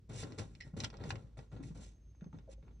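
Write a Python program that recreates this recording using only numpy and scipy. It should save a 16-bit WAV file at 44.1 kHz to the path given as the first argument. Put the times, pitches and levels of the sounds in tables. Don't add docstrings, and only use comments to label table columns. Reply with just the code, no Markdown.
import sys
import numpy as np
from scipy import signal
from scipy.fft import rfft, irfft, next_fast_len
from scipy.io import wavfile
from scipy.ndimage import map_coordinates

SR = 44100
rng = np.random.default_rng(int(sys.argv[2]) if len(sys.argv) > 2 else 0)


def file_out(sig):
    cols = np.atleast_2d(sig).T
    lim = np.clip(cols, -1, 1)
    pcm = np.round(lim * 32767).astype(np.int16)
    wavfile.write(sys.argv[1], SR, pcm)


N = 123479


def amp(db):
    return 10 ** (np.asarray(db) / 20)


def along(points, hz):
    point_hz, values = np.transpose(points)
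    return np.interp(np.log(hz + 1), np.log(point_hz + 1), values)


def wobble(rate_hz):
    return map_coordinates(rng.standard_normal(N), [np.arange(N) * rate_hz / SR], order=1)


def filtered(x, response):
    size = next_fast_len(N + SR // 2)
    return irfft(rfft(x, size) * response(np.fft.rfftfreq(size, 1 / SR)), size)[..., :N]


def coloured(x, spectrum):
    shaped = filtered(x, lambda hz: amp(along(spectrum, hz)))
    return shaped / np.sqrt(np.mean(shaped ** 2) + 1e-20)


def impulse(spectrum, size=1024):
    gain = amp(along(spectrum, np.fft.rfftfreq(size, 1 / SR)))
    cepstrum = irfft(np.log(gain))
    cepstrum[1:size // 2] *= 2
    cepstrum[size // 2 + 1:] = 0
    return irfft(np.exp(rfft(cepstrum)))


def add(track, start_s, sound):
    part = track[int(start_s * SR):][:len(sound)]
    part += sound[:len(part)]


def friction(spectrum, grain_db, judder_db):
    spikes = rng.standard_normal(N) * amp(grain_db * wobble(2500) + judder_db * wobble(170))
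    return coloured(spikes, spectrum)


# start, attack, hold and 20 dB release in seconds, then rumble, scuff and hiss in dB.
CLOTH_STROKES = [(0.089, 0.008777, 0.042, 0.2, -50, -54.5, -64),
                 (0.125, 0.065, 0.037, 0.0248, -57, -65, -51.5),
                 (0.226, 0.00252, 0.0084, 0.1065, -43, -52, -62.5),
                 (0.297, 0.0082, 0.0043, 0.19, -49.5, -57.5, -73),
                 (.374, 0.018, 0.0068, 0.06, -49, -44, -54.5),
                 (0.406, 0.0045, 0.01, 0.58, -53, -69.5, -76.5),
                 (0.628, 0.026, 0.017, 0.0323, -56.5, -61.5, -72),
                 (0.764, 0.0036, 0.075, 0.0726, -45.5, -49.5, -61),
                 (0.918, 0.0154, 0.0074, 0.1432, -54, -56.5, -81),
                 (0.974, 0.04423, 0.056, 0.09, -45, -51, -79.5),
                 (1.034, 0.069, 0.022, 0.001, -50.5, -58.5, -57.5),
                 (1.115, 0.0098, 0.037, 0.1664, -47, -58.5, -74.5),
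                 (1.37, 0.001692, 0.015, 0.0859, -55, -56.5, -70),
                 (1.514, 0.0045, 0.026, 0.12, -50.5, -56, -75.5),
                 (1.625, 0.005, 0.049, 0.073, -51, -65, -67.5),
                 (1.744, 0.0076, 0.032, 0.1353, -53.5, -59.5, -69),
                 (1.782, 0.037, 0.044, 0.07, -66, -71.5, -64),
                 (2.327, 0.0036, 0.057, 0.1372, -55, -70, -89.5),
                 (2.487, 0.041, 0.0099, 0.0005, -60, -68.5, -65),
                 (2.625, 0.0026, 0.086, 0.08, -60.5, -70.5, -97.5)]
# frequency in Hz, gain in dB.
RUMBLE_SPECTRUM = [(30, -26), (70, -7), (113, 2), (170, -2.5), (220, -10), (270, -5.5), (400, -24),
                   (900, -72.5)]
SCUFF_SPECTRUM = [(100, -13.5), (265, 5.5), (350, -2.5), (430, 5), (540, -3.5), (820, -8.5), (1300, -10),
                  (2000, -21), (4000, -21.5), (10000, -53)]
HISS_SPECTRUM = [(500, -8.5), (1500, -10), (3000, -2.5), (4300, -4.5), (6200, -1), (8000, -5.5),
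                 (10500, -16), (12000, -41), (15500, -40)]

def cloth_rubbing():
    t, power = np.arange(N) / SR, np.zeros((3, N))
    for start_s, attack_s, hold_s, release_s, *levels_db in CLOTH_STROKES:
        rise = np.clip((t - start_s) / attack_s, 0, 1)
        fall = amp(-20 * np.maximum(t - start_s - attack_s - hold_s, 0) / release_s)
        power += (amp(levels_db)[:, None] * rise * fall) ** 2
    rumble = friction(RUMBLE_SPECTRUM, grain_db=1, judder_db=1.5)
    scuff = friction(SCUFF_SPECTRUM, grain_db=3.5, judder_db=2.5)
    hiss = friction(HISS_SPECTRUM, grain_db=2.5, judder_db=2.5)
    return np.sum(np.sqrt(power) * [rumble, scuff, hiss], axis=0)


# start in seconds, level in dB, pitch in Hz, T60 in seconds.
FRAME_BUMPS = [(.098, -42.5, 154.5, 0.067), (.144, -42, 108, 0.188), (.243, -42.5, 291.5, 0.068),
               (.321, -46.5, 318, 0.04), (.395, -35.5, 105.2, 0.10565), (.667, -47, 131, 0.072),
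               (.735, -37, 153.3, 0.087), (0.779, -40.5, 102.5, 0.262), (1.122, -35, 110.4, 0.26),
               (1.384, -43.5, 136.8, 0.12), (1.524, -40.5, 111.4, 0.21), (1.594, -40.5, 171, 0.06083),
               (1.6, -40.5, 278, 0.12), (1.705, -37.5, 164.8, 0.06933), (1.79, -49, 189, 0.081),
               (2.22, -38.5, 164, 0.06279), (2.262, -41, 169, 0.064), (2.336, -44.5, 165.5, 0.15),
               (2.34, -49.5, 277.8, 0.13), (2.327, -59.5, 880, 0.056), (2.328, -57.5, 1248, 0.02469),
               (2.476, -56.5, 625, 0.078), (2.488, -49, 541, 0.041), (2.577, -64, 530, 0.062)]

def frame_bumps(attack_s=0.003609, rough_rad=0.366, scuff_db=-21.5):
    out, t = np.zeros(N), np.arange(SR // 3) / SR
    grit = coloured(rng.standard_normal(N), SCUFF_SPECTRUM)
    for start_s, db, hz, t60_s in FRAME_BUMPS:
        shape = (1 - np.exp(-t / attack_s)) * amp(-60 * t / t60_s)
        tone = np.sin(2 * np.pi * hz * t + rough_rad * wobble(hz)[:len(t)])
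        lowpass = signal.butter(2, min(10 * hz, SR / 2 - 1), fs=SR)
        scuff = signal.lfilter(*lowpass, np.roll(grit, -int(start_s * SR))[:len(t)])
        add(out, start_s, amp(db) * shape / shape.max() * (tone + amp(scuff_db) * scuff))
    return out


# start in seconds, snap level in dB, knock level in dB.
TIP_TICKS = [(.235, -36.5, -39.5), (0.3215, -44.5, -50.5), (.386, -38.5, -45), (.394, -34.5, -45),
             (.551, -48, -70), (0.8028, -29.5, -56), (0.837, -29.5, -53), (0.8425, -29, -41.5),
             (0.8445, -29, -41.5), (.847, -28, -47), (0.9015, -43, -49), (0.9411, -55, -43),
             (.97, -46, -64.5), (1.0384, -42, -41), (1.1053, -28.5, -27), (1.156, -47.5, -42),
             (1.39, -47, -48.5), (1.636, -49, -49), (2.149, -77.5, -66), (2.21, -69, -55.5),
             (2.243, -60.5, -53.5), (2.329, -75, -58), (2.387, -58.5, -55.5), (2.627, -74, -62.5),
             (2.681, -78, -55)]
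# frequency in Hz, gain in dB.
SNAP_SPECTRUM = [(500, -18.5), (1200, -13.5), (1900, -5.5), (2450, -.5), (3200, -1.5), (3900, -2.5),
                 (5250, 2.5), (7800, -16), (10500, -34.5), (15000, -48)]
KNOCK_SPECTRUM = [(200, -21.5), (600, -6.5), (900, 2.5), (1400, -1.5), (2600, -6.5), (4000, -14),
                  (10000, -56.5)]

def tip_ticks(crumble=0.23, t60_s=0.011, tail_db=-16.5, tail_t60_s=0.042):
    out, t = np.zeros(N), np.arange(SR // 8) / SR
    decay = amp(-60 * t / t60_s) + amp(tail_db - 60 * t / tail_t60_s)
    bodies = impulse(SNAP_SPECTRUM), impulse(KNOCK_SPECTRUM)
    for start_s, *levels_db in TIP_TICKS:
        for db, body in zip(levels_db, bodies):
            force = (t == 0) + crumble * decay * rng.standard_normal(len(t))
            hit = signal.fftconvolve(force, body)
            add(out, start_s, amp(db) * hit / np.abs(hit).max())
    return out


# start in seconds, level in dB.
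FITTING_CONTACTS = [(0.6042, -50.5), (.608, -46.5), (.614, -58), (0.6222, -53.5)]
# frequency in Hz, gain in dB, T60 in seconds.
FITTING_MODES = [(1877, -15, 0.27), (1980, 1, 0.025), (2998.8, -9.5, 0.0536), (4060, -18, 0.13),
                 (5330, -13, 0.16)]

def loose_fitting(rough_rad=1.38, attack_s=0.0001646, crack_db=-2, crack_t60_s=0.02198):
    out, t = np.zeros(N), np.arange(SR // 4) / SR
    rise = 1 - np.exp(-t / attack_s)
    for start_s, db in FITTING_CONTACTS:
        ring = np.zeros(len(t))
        for hz, mode_db, t60_s in FITTING_MODES:
            blur_rad = rough_rad * (1 + 10 * t) * wobble(382)[:len(t)]
            ring += amp(mode_db - 60 * t / t60_s) * np.sin(2 * np.pi * hz * t + blur_rad)
        noise = coloured(rng.standard_normal(N), SNAP_SPECTRUM)[:len(t)]
        crack = amp(crack_db - 60 * t / crack_t60_s) * noise
        add(out, start_s, amp(db) * rise * (ring + crack))
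    return out


# frequency in Hz, T60 in seconds.
ROOM_DECAY = [(100, 0.2), (1000, 0.11), (12000, 0.026)]

def room_reverb(x, gain_db=-5, low_cut_hz=300):
    hz, t, spectra = signal.stft(rng.standard_normal((2, SR // 2)), SR, nperseg=256)
    decay = amp(-60 * t / along(ROOM_DECAY, hz)[:, None])
    tail = signal.istft(spectra * decay, SR, nperseg=256)[1]
    wet = signal.fftconvolve(x[None], tail / np.linalg.norm(tail[0]), axes=1)[:, :N]
    return amp(gain_db) * filtered(wet, lambda f: f ** 2 / (f ** 2 + low_cut_hz ** 2))


# time in seconds, rms level in dB.
WHINE_LEVELS = [(1.47, -99), (1.53, -89), (1.76, -91), (1.91, -85), (2.33, -84), (2.42, -97), (2.65, -90)]

def whine(rest_hz=6232.7, drop_hz=239.4, settle_s=0.97, waver_db=3.0, dip_db=18, dip_s=0.012):
    t = np.arange(N) / SR
    times_s, levels_db = np.transpose(WHINE_LEVELS)
    hz = rest_hz + drop_hz * np.exp(-np.maximum(t - times_s[0], 0) / settle_s)
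    dips = sum(np.exp(-((t - at_s) / dip_s) ** 2) for at_s in (1.995, 2.14, 2.302, 2.695))
    db = np.interp(t, times_s, levels_db, left=-np.inf) - dip_db * dips + waver_db * wobble(45)
    return np.sqrt(2) * amp(db) * np.sin(2 * np.pi * np.cumsum(hz) / SR)


def hum(hz=53.88, rms_db=-58):
    t = np.arange(N) / SR
    level = np.sqrt(2) * amp(rms_db + wobble(5.3))
    return level * np.sin(2 * np.pi * hz * t + 0.5 * wobble(5.26))


# frequency in Hz, gain in dB.
ROOM_NOISE_SPECTRUM = [(25, -28), (53, -1), (66, -10.5), (110, -11.5), (200, -21), (400, -33.5), (900, -50),
                       (6000, -57), (12500, -73.5)]

def room_noise(level_db=-59.5, side_db=-4, side_cut_hz=600):
    mid, side = [coloured(rng.standard_normal(N), ROOM_NOISE_SPECTRUM) for _ in range(2)]
    side = amp(side_db) * filtered(side, lambda hz: hz / (hz + side_cut_hz))
    return amp(level_db) * (mid + np.array([side, -side]))


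def microphones(x, split_hz=1200, lag_s=0.00052, undelayed=0.33, bass_pan_db=0.67, left_treble_db=-1.5):
    sides = np.array([[1], [-1]])
    def response(hz):
        treble = 1 / (1 + (split_hz / (hz + 1)) ** 8)
        right = (undelayed + np.exp(-2j * np.pi * hz * lag_s)) / np.hypot(undelayed, 1)
        treble_gain = np.where(sides > 0, amp(left_treble_db), right)
        return (1 - treble) * amp(sides * bass_pan_db) + treble * treble_gain
    return filtered(x, response)


def scene():
    near = cloth_rubbing() + frame_bumps() + tip_ticks() + loose_fitting()
    return microphones(near) + room_reverb(near) + whine() + hum() + room_noise()


def record(dry):
    return filtered(dry, lambda hz: hz < 15800)


dry = scene()
out = record(dry)
file_out(out)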